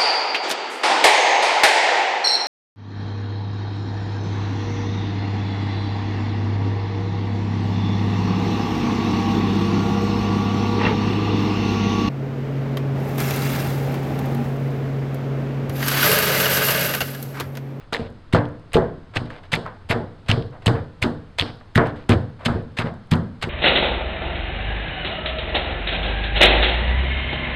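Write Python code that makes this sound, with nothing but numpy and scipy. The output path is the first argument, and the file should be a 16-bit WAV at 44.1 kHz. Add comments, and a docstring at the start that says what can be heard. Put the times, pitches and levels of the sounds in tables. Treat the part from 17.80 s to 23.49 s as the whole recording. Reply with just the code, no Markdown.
"""A wooden pestle pounds beans, chilli and fruit wedges in a mortar on a wooden table, heard close.
First, loose pieces stir over a quiet kitchen hum. From 0.12 s, 16 blows fall about 0.37 s apart.
Each crushes the vegetables (crackle, single snaps), then lands in knocks and thuds that ring mortar
and table. The mortar rocks back, the mash ticks, pieces tumble and the small kitchen reverberates.
The last blow comes at 5.6 s."""
import sys
import numpy as np
from scipy import signal
from scipy.fft import rfft, irfft
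from scipy.io import wavfile
from scipy.ndimage import uniform_filter1d

SR = 44100
rng = np.random.default_rng(int(sys.argv[2]) if len(sys.argv) > 2 else 0)


def pcm_store(signal):
    """Save signal as 16-bit PCM."""
    levels = np.round(np.clip(np.atleast_2d(signal), -1, 1) * 32767)
    wavfile.write(sys.argv[1], SR, levels.astype(np.int16).T)


N = 250929

# Kitchen hum spectrum. Each row: frequency in Hz, relative level in dB.
HUM_SPECTRUM = [(20, -14), (35, -1), (60, 4), (111, 2.5), (200, -13), (330, -13), (540, -18.5), (1400, -19),
                (2400, -28), (4400, -30), (6400, -34.5), (9000, -35), (12000, -45), (15000, -58)]
# Loose pieces moving. Each row: start in seconds, length in seconds, level in dB, dullness in dB.
TUMBLES = [(0, 0.036, -49.5, 2.5), (0.184, 0.085, -40.5, 1.5), (0.915, 0.0081, -38, -2),
           (1.333, 0.018, -34.5, 4), (1.449, 0.03, -43, 3), (1.495, 0.095, -40.5, 4),
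           (1.628, 0.033, -44.5, 1.5), (1.85, .03, -39, 11), (2.456, 0.03, -44, 1), (2.721, 0.056, -52, 15),
           (2.814, 0.13, -47.5, 3.5), (2.943, 0.051, -43.5, 17.5), (3.21, .012, -39, 6),
           (3.65, 0.054, -37.5, 3.5), (3.805, 0.0058, -44, 15), (4.052, 0.044, -32.5, 5),
           (4.155, 0.086, -46.5, 1), (4.588, 0.22, -43, 7.5), (4.965, 0.057, -29.5, -1.5),
           (5.049, 0.045, -34.5, 9), (5.61, .012, -34, -6)]
# Crackle spectrum in the bowl. Each row: frequency in Hz, relative level in dB.
CRACKLE_SPECTRUM = [(200, -30.5), (500, 5), (900, 2), (2400, 2), (3700, -1.5), (5500, -7), (8000, 0),
                    (14000, -16)]
# One crush per blow. Each row: start, rise and length in seconds, level and dullness in dB.
CRUSHES = [(.123, 0.0028, 0.042, -24, -3), (0.525, 0.0011, 0.056, -23, -0.5),
           (0.929, 0.015, 0.032, -16.5, 2), (1.345, 0.024, 0.029, -15.5, -3),
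           (1.715, 0.0075, 0.042, -18, -4), (2.084, 0.024, 0.043, -14.5, 0), (2.48, 0.01, 0.044, -19, -3),
           (2.857, .004, 0.022, -15.5, 0), (3.216, 0.0086, 0.023, -16, -2.5),
           (3.578, 0.011, 0.041, -18.5, -4), (3.945, 0.016, 0.033, -16, -1),
           (4.286, 0.0074, 0.059, -20.5, 2), (4.647, 0.012, 0.02, -11, -3.5),
           (4.983, 0.0011, 0.042, -25.5, 1), (5.307, 0.0084, 0.03, -21.5, -4.5),
           (5.617, 0.0088, 0.03, -22, -3.5)]
# Pestle on bare wood. Each row: start in seconds, ring level in dB, pitch in Hz, clatter level in dB.
WOOD_KNOCKS = [(.125, -22.5, 554, -35.5), (.545, -10, 525, -20.5), (.966, -14.5, 530, -27.5),
               (1.36, -25.5, 380, -34), (1.73, -31, 496, -30), (1.86, -61, 940, -36.5),
               (2.11, -28, 504, -24.5), (2.5, -35, 525, -25.5), (2.88, -15, 257, -25),
               (3.242, -14, 243, -30.5), (3.625, -31, 254, -38.5), (3.975, -41, 482, -15),
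               (4.298, -12.5, 285, -26), (4.68, -24, 447, -26), (5, -26, 463, -27),
               (5.322, -21.5, 165, -25.5), (5.625, -36, 560, -30.5)]
# Beans and skins snapping. Each row: start in seconds, level in dB, pitch in Hz, treble spray in dB.
BEAN_SNAPS = [(.1254, -21.5, 1470, -43), (.1393, -11.5, 3840, -38), (.1472, -11.5, 1820, -40),
              (.1684, -18.5, 1910, -47), (.5326, -20, 2020, -24.5), (.655, -34.5, 3250, -63),
              (.9332, -27, 2550, -16.5), (.9458, -11.5, 3010, -31), (.9706, -31, 1470, -42),
              (1.3701, -8.5, 2590, -50), (1.5044, -29.5, 1600, -60), (1.7331, -15, 2660, -17),
              (1.7383, -6.5, 2020, -40), (1.7533, -26, 2300, -19.5), (1.8636, -24, 1270, -62),
              (2.0972, -22, 2330, -28), (2.112, -10.5, 2070, -21), (2.5016, -6, 3100, -39),
              (2.5146, -4, 2850, -43), (2.6242, -33.5, 3250, -64), (2.8655, -23, 2880, -16),
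              (2.8688, -4.5, 2980, -29), (2.951, -46, 1310, -54), (3.2265, -12, 2350, -20.5),
              (3.2383, -20, 2040, -35), (3.5969, -7.5, 3480, -20), (3.612, -11, 3030, -26),
              (3.9569, -8, 1890, -15.5), (4.071, -45, 3020, -36), (4.2935, -24, 2570, -18),
              (4.3213, -13.5, 2430, -37), (4.6618, -16, 2860, -21), (4.976, -24, 1780, -51),
              (4.9877, -13.5, 2540, -41), (5.0003, -22, 2250, -32), (5.3135, -26, 2800, -18),
              (5.3234, -22, 1730, -30), (5.355, -31, 2550, -33), (5.6293, -15, 2820, -43),
              (5.6414, -25, 2080, -39)]
# Pestle or mortar foot landing. Each row: start in seconds, level in dB, contact in milliseconds.
LANDINGS = [(.127, -21.5, 1.4), (.217, -21, 5.06), (.537, -5.5, 3.83), (.548, -15, 1.5), (.947, -9.5, 10.2),
            (.956, -6.5, 1.68), (.968, -2.5, 0.68), (1.366, -20, 3.8), (1.731, -19.5, 5.1),
            (2.101, -13, 5.2), (2.111, -19.5, 2), (2.153, -23.5, 1.7), (2.205, -18, 1.55),
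            (2.493, -11, 6.4), (2.523, -17.5, 2.9), (2.577, -16.5, 1.64), (2.868, -8.5, 5.3),
            (2.88, -11, 2.23), (2.913, -14.5, 4.1), (3.223, -17.5, 9.3), (3.242, -16.5, 3.3),
            (3.607, -18.5, 9), (3.63, -34.5, 3.2), (3.96, -7.5, 5.3), (3.974, -20.5, 2.1),
            (3.981, -6.5, 1.54), (4.295, -8, 3.43), (4.304, -13, 5.3), (4.662, -16.5, 5.7),
            (4.699, -15, 8.2), (4.718, -17.5, 4.06), (4.758, -16, 3.5), (4.991, -16.5, 3.94),
            (5.043, -16, 4.2), (5.318, -9.5, 5.3), (5.326, -12, 3.64), (5.64, -20.5, 7.4)]
# Mortar and table modes. Each row: frequency in Hz, level in dB, T60 in seconds.
WOOD_MODES = [(115.1, -4.5, 0.14), (164.4, -8, 0.21), (238.8, -7.5, 0.35), (295, -16.5, 0.52),
              (372.4, -8, 0.21), (456.4, -5, 0.2), (507, -51.5, 0.063), (662, -23, 0.55), (848, -11, 0.13)]
# Table shudder and kitchen reverberation. Each row: band centre in Hz, T60 in seconds, gain in dB.
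TAIL_BANDS = [(47.2, 0.34, 0.5), (109.2, 0.54, -0.5), (185.4, 0.53, -1.5), (264.6, 0.27, -1),
              (361, 0.43, -3.5), (466, 0.23, -4.5), (887, 0.35, -3), (1200, 0.51, -8.5), (2240, 0.12, -17),
              (4000, 0.4, -12), (6550, 0.33, -11.5), (11000, .25, -30)]
# Response of a microphone behind its ports. Each row: frequency in Hz, gain in dB.
MIC_RESPONSE = [(20, 20), (60, -5.5), (95, 3), (4200, -0.5), (4900, -3), (5400, -5.5), (5750, -16.5),
                (6200, -7.5), (6700, -11), (6900, -17), (7200, -10), (14000, -15.5), (15000, -35)]


def undb(db):
    """dB to gain."""
    return 10 ** (np.asarray(db) / 20)


def colour(x, points, size=4096):
    """Causal filter through (Hz, dB) points, by cepstral folding."""
    hz, db = np.transpose(points)
    grid_hz = np.arange(1, size // 2 + 2) * SR / size
    cepstrum = irfft(np.log(undb(np.interp(np.log(grid_hz), np.log(hz), db))))
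    cepstrum[1:size // 2] *= 2
    cepstrum[size // 2 + 1:] = 0
    return signal.fftconvolve(x, irfft(np.exp(rfft(cepstrum))))[:len(x)]


def butter(order, hz, kind="band"):
    """Butterworth sections."""
    return signal.butter(order, hz, kind, fs=SR, output="sos")


def unit(x):
    """Scale to rms 1."""
    return x / np.sqrt(np.mean(x ** 2))


def add(out, start_s, x):
    """Mix x into out at start_s."""
    i = int(start_s * SR)
    out[i:i + len(x)] += x[:len(out) - i]


def hum(level_db):
    """Steady low murmur of appliances and air."""
    return undb(level_db) * unit(colour(rng.standard_normal(N), HUM_SPECTRUM))


def crackle(bursts, hits_per_s, spread_db, sag_db, drying_db, fall_s, low_hz, high_hz):
    """Dense tiny fractures of uneven size. Each burst swells and sags; its juicy treble fades first."""
    hits = (rng.random(N) < hits_per_s / SR) * rng.standard_normal(N)
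    hits *= undb(spread_db * rng.exponential(1, N))
    grains = unit(colour(hits, CRACKLE_SPECTRUM))
    low = signal.sosfiltfilt(butter(2, low_hz, "low"), grains)
    high = signal.sosfiltfilt(butter(4, high_hz, "high"), grains)
    mid = grains - low - high
    out = np.zeros(N)
    for start_s, rise_s, length_s, db, dull_db, juice_db in bursts:
        i = int(start_s * SR)
        t = np.arange(min(int((length_s + 8 * fall_s) * SR), N - i)) / SR
        span = slice(i, i + len(t))
        attack = np.minimum(t / rise_s, 1) ** 2
        release = np.exp(-np.maximum(t - length_s, 0) / fall_s)
        body = undb(dull_db) * low[span] + undb(-dull_db) * mid[span]
        juice = undb(juice_db - drying_db * t / length_s) * high[span]
        out[span] += attack * undb(db - sag_db * t / length_s) * release * (body + juice)
    return out


def tumble(rise_s, juice_db):
    """Loose pieces slide and tumble in the bowl: a fine crackle."""
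    bursts = [(start_s, rise_s, length_s, db, dull_db, juice_db - dull_db)
              for start_s, length_s, db, dull_db in TUMBLES]
    return crackle(bursts, hits_per_s=9000, spread_db=2.5, sag_db=4.5, drying_db=14,
                   fall_s=0.0096, low_hz=1610, high_hz=5600)


def crush(juice_db, loss_db_per_s):
    """Vegetables fracture under the pestle. A quicker crush squirts more juice: more treble."""
    bursts = [(start_s, rise_s, length_s, db, dull_db, juice_db - loss_db_per_s * length_s)
              for start_s, rise_s, length_s, db, dull_db in CRUSHES]
    return crackle(bursts, hits_per_s=4000, spread_db=3.0, sag_db=7.5, drying_db=14.5,
                   fall_s=0.0082, low_hz=1850, high_hz=5530)


def knocks(rise_s, band_ratio, ring_t60_cycles, clatter_hz, clatter_t60_s):
    """The pestle hits bare wood. Dense modes: narrow ringing noise under a wide clatter."""
    t = np.arange(SR // 4) / SR
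    wide = butter(4, clatter_hz)
    out = np.zeros(N)
    for start_s, ring_db, hz, clatter_db in WOOD_KNOCKS:
        noise = rng.standard_normal(len(t))
        narrow = butter(1, [hz / band_ratio, hz * band_ratio])
        ring = undb(ring_db - 60 * t * hz / ring_t60_cycles) * unit(signal.sosfilt(narrow, noise))
        clatter = undb(clatter_db - 60 * t / clatter_t60_s) * unit(signal.sosfilt(wide, noise))
        add(out, start_s, np.minimum(t / rise_s, 1) * (ring + clatter))
    return out


def snaps(rows, fray, band_ratio, rise_cycles, fall_cycles, spray_hz):
    """A bean or skin breaks: a short, noise-frayed ring with a spray of treble."""
    t = np.arange(-200, 500) / SR  # envelope peaks at t = 0
    treble = butter(2, spray_hz)
    out = np.zeros(N)
    for peak_s, db, hz, spray_db in rows:
        noise = rng.standard_normal(len(t))
        narrow = butter(1, [hz / band_ratio, hz * band_ratio])
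        cycles = hz * t
        envelope = np.exp(np.minimum(cycles / rise_cycles, -cycles / fall_cycles))
        ring = np.sin(2 * np.pi * cycles) + fray * unit(signal.sosfilt(narrow, noise))
        spray = unit(signal.sosfilt(treble, noise))
        add(out, peak_s + t[0], envelope * (undb(db) * ring + undb(spray_db) * spray))
    return out


def thuds(rows, ring_db, scatter_db, highpass_hz):
    """Each landing pushes the wood: heard directly and through modes weighted by a random strike spot."""
    push = np.zeros(N)
    drives = np.zeros((len(WOOD_MODES), N))
    for start_s, db, contact_ms in rows:
        phase = np.pi * np.arange(0, 1, 1 / (contact_ms * SR / 1000))
        pulse = -undb(db) * np.sin(phase) ** 2
        add(push, start_s, pulse)
        for drive in drives:
            add(drive, start_s, pulse * undb(scatter_db * rng.standard_normal()))
    out = signal.sosfilt(butter(2, highpass_hz, "high"), push)
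    for drive, (hz, db, t60_s) in zip(drives, WOOD_MODES):
        step_rad = 2 * np.pi * hz / SR
        pole = np.exp(1j * step_rad - np.log(1000) / (t60_s * SR))
        out += undb(db + ring_db) * step_rad * signal.lfilter([1], [1, -pole], drive).real
    return out


def mortar_rocks(delay_s, jitter_s, level_db, contact_ms):
    """The mortar rocks back onto its foot once per blow. Returns rows for thuds()."""
    starts_s = [blow_s + delay_s + jitter_s * rng.standard_normal() for blow_s, *_ in CRUSHES]
    return [(start_s, level_db, contact_ms) for start_s in starts_s if start_s < N / SR]


def mash_ticks(per_blow, delay_s, level_db, spray_db, scatter_db, pitch_hz):
    """Faint wet ticks as the mash settles. Returns rows for snaps()."""
    rows = []
    for blow_s in np.repeat([row[0] for row in CRUSHES], per_blow):
        late, loud, sharp = rng.standard_normal(3)
        peak_s = blow_s + delay_s * np.exp(late / 2)
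        offset_db = scatter_db * loud
        if peak_s < N / SR:
            rows.append((peak_s, level_db + offset_db, pitch_hz * np.exp(sharp / 3), spray_db + offset_db))
    return rows


def kitchen_tail(x, build_s, band_ratio, wood_db, steady_s):
    """Table and room store energy per band and leak it as diffuse noise favouring the wood modes."""
    noise = rng.standard_normal(N)
    for hz, _, t60_s in WOOD_MODES:
        q = np.pi * hz * t60_s / np.log(1000)
        noise = noise + undb(wood_db) * signal.lfilter(*signal.iirpeak(hz, q, fs=SR), noise)
    build_pole = np.exp(-1 / (build_s * SR))
    out = np.zeros(N)
    for hz, t60_s, db in TAIL_BANDS:
        band = butter(3, [hz / band_ratio, hz * band_ratio])
        leak_pole = undb(-120 / (t60_s * SR))
        energy = signal.lfilter([1 - leak_pole], [1, -leak_pole], signal.sosfilt(band, x) ** 2)
        energy = signal.lfilter([1 - build_pole], [1, -build_pole], energy)
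        shudder = unit(signal.sosfilt(band, noise))
        # keep fast beats, flatten slow swells
        shudder /= np.sqrt(uniform_filter1d(shudder ** 2, int(steady_s * SR)) + 1e-3)
        out += undb(db) * np.sqrt(np.abs(energy)) * shudder
    return out


def scene():
    """Mono sum of wood, vegetables, their tail and the hum."""
    rocks = mortar_rocks(delay_s=0.07, jitter_s=0.02, level_db=-22, contact_ms=2.17)
    direct = thuds(LANDINGS + rocks, ring_db=-9.5, scatter_db=5.5, highpass_hz=77.4)
    direct += knocks(rise_s=0.0021, band_ratio=1.12, ring_t60_cycles=35.6,
                     clatter_hz=(364, 1760), clatter_t60_s=0.28)
    direct += crush(juice_db=11.5, loss_db_per_s=246)
    direct += tumble(rise_s=0.0066, juice_db=-6.5)
    ticks = mash_ticks(per_blow=5, delay_s=0.17, level_db=-53, spray_db=-54, scatter_db=4, pitch_hz=6500)
    direct += snaps(BEAN_SNAPS + ticks, fray=0.64, band_ratio=1.135,
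                    rise_cycles=0.5313, fall_cycles=2.926, spray_hz=(6300, 11600))
    tail = kitchen_tail(direct, build_s=0.0042, band_ratio=1.372, wood_db=-3.0, steady_s=0.065)
    return (direct + tail + hum(level_db=-46))[None]


def record(dry):
    """Microphone colour, soft ceiling on the loudest thuds, steep low-pass."""
    ceiling, top_hz = 0.74, 15700
    heard = colour(dry[0], MIC_RESPONSE)
    rounded = heard / (1 + (heard / ceiling) ** 6) ** (1 / 6)
    lowpass = signal.ellip(10, 0.2, 80, top_hz, fs=SR, output="sos")
    return signal.sosfilt(lowpass, rounded)[None]


dry = scene()
out = record(dry)
pcm_store(out)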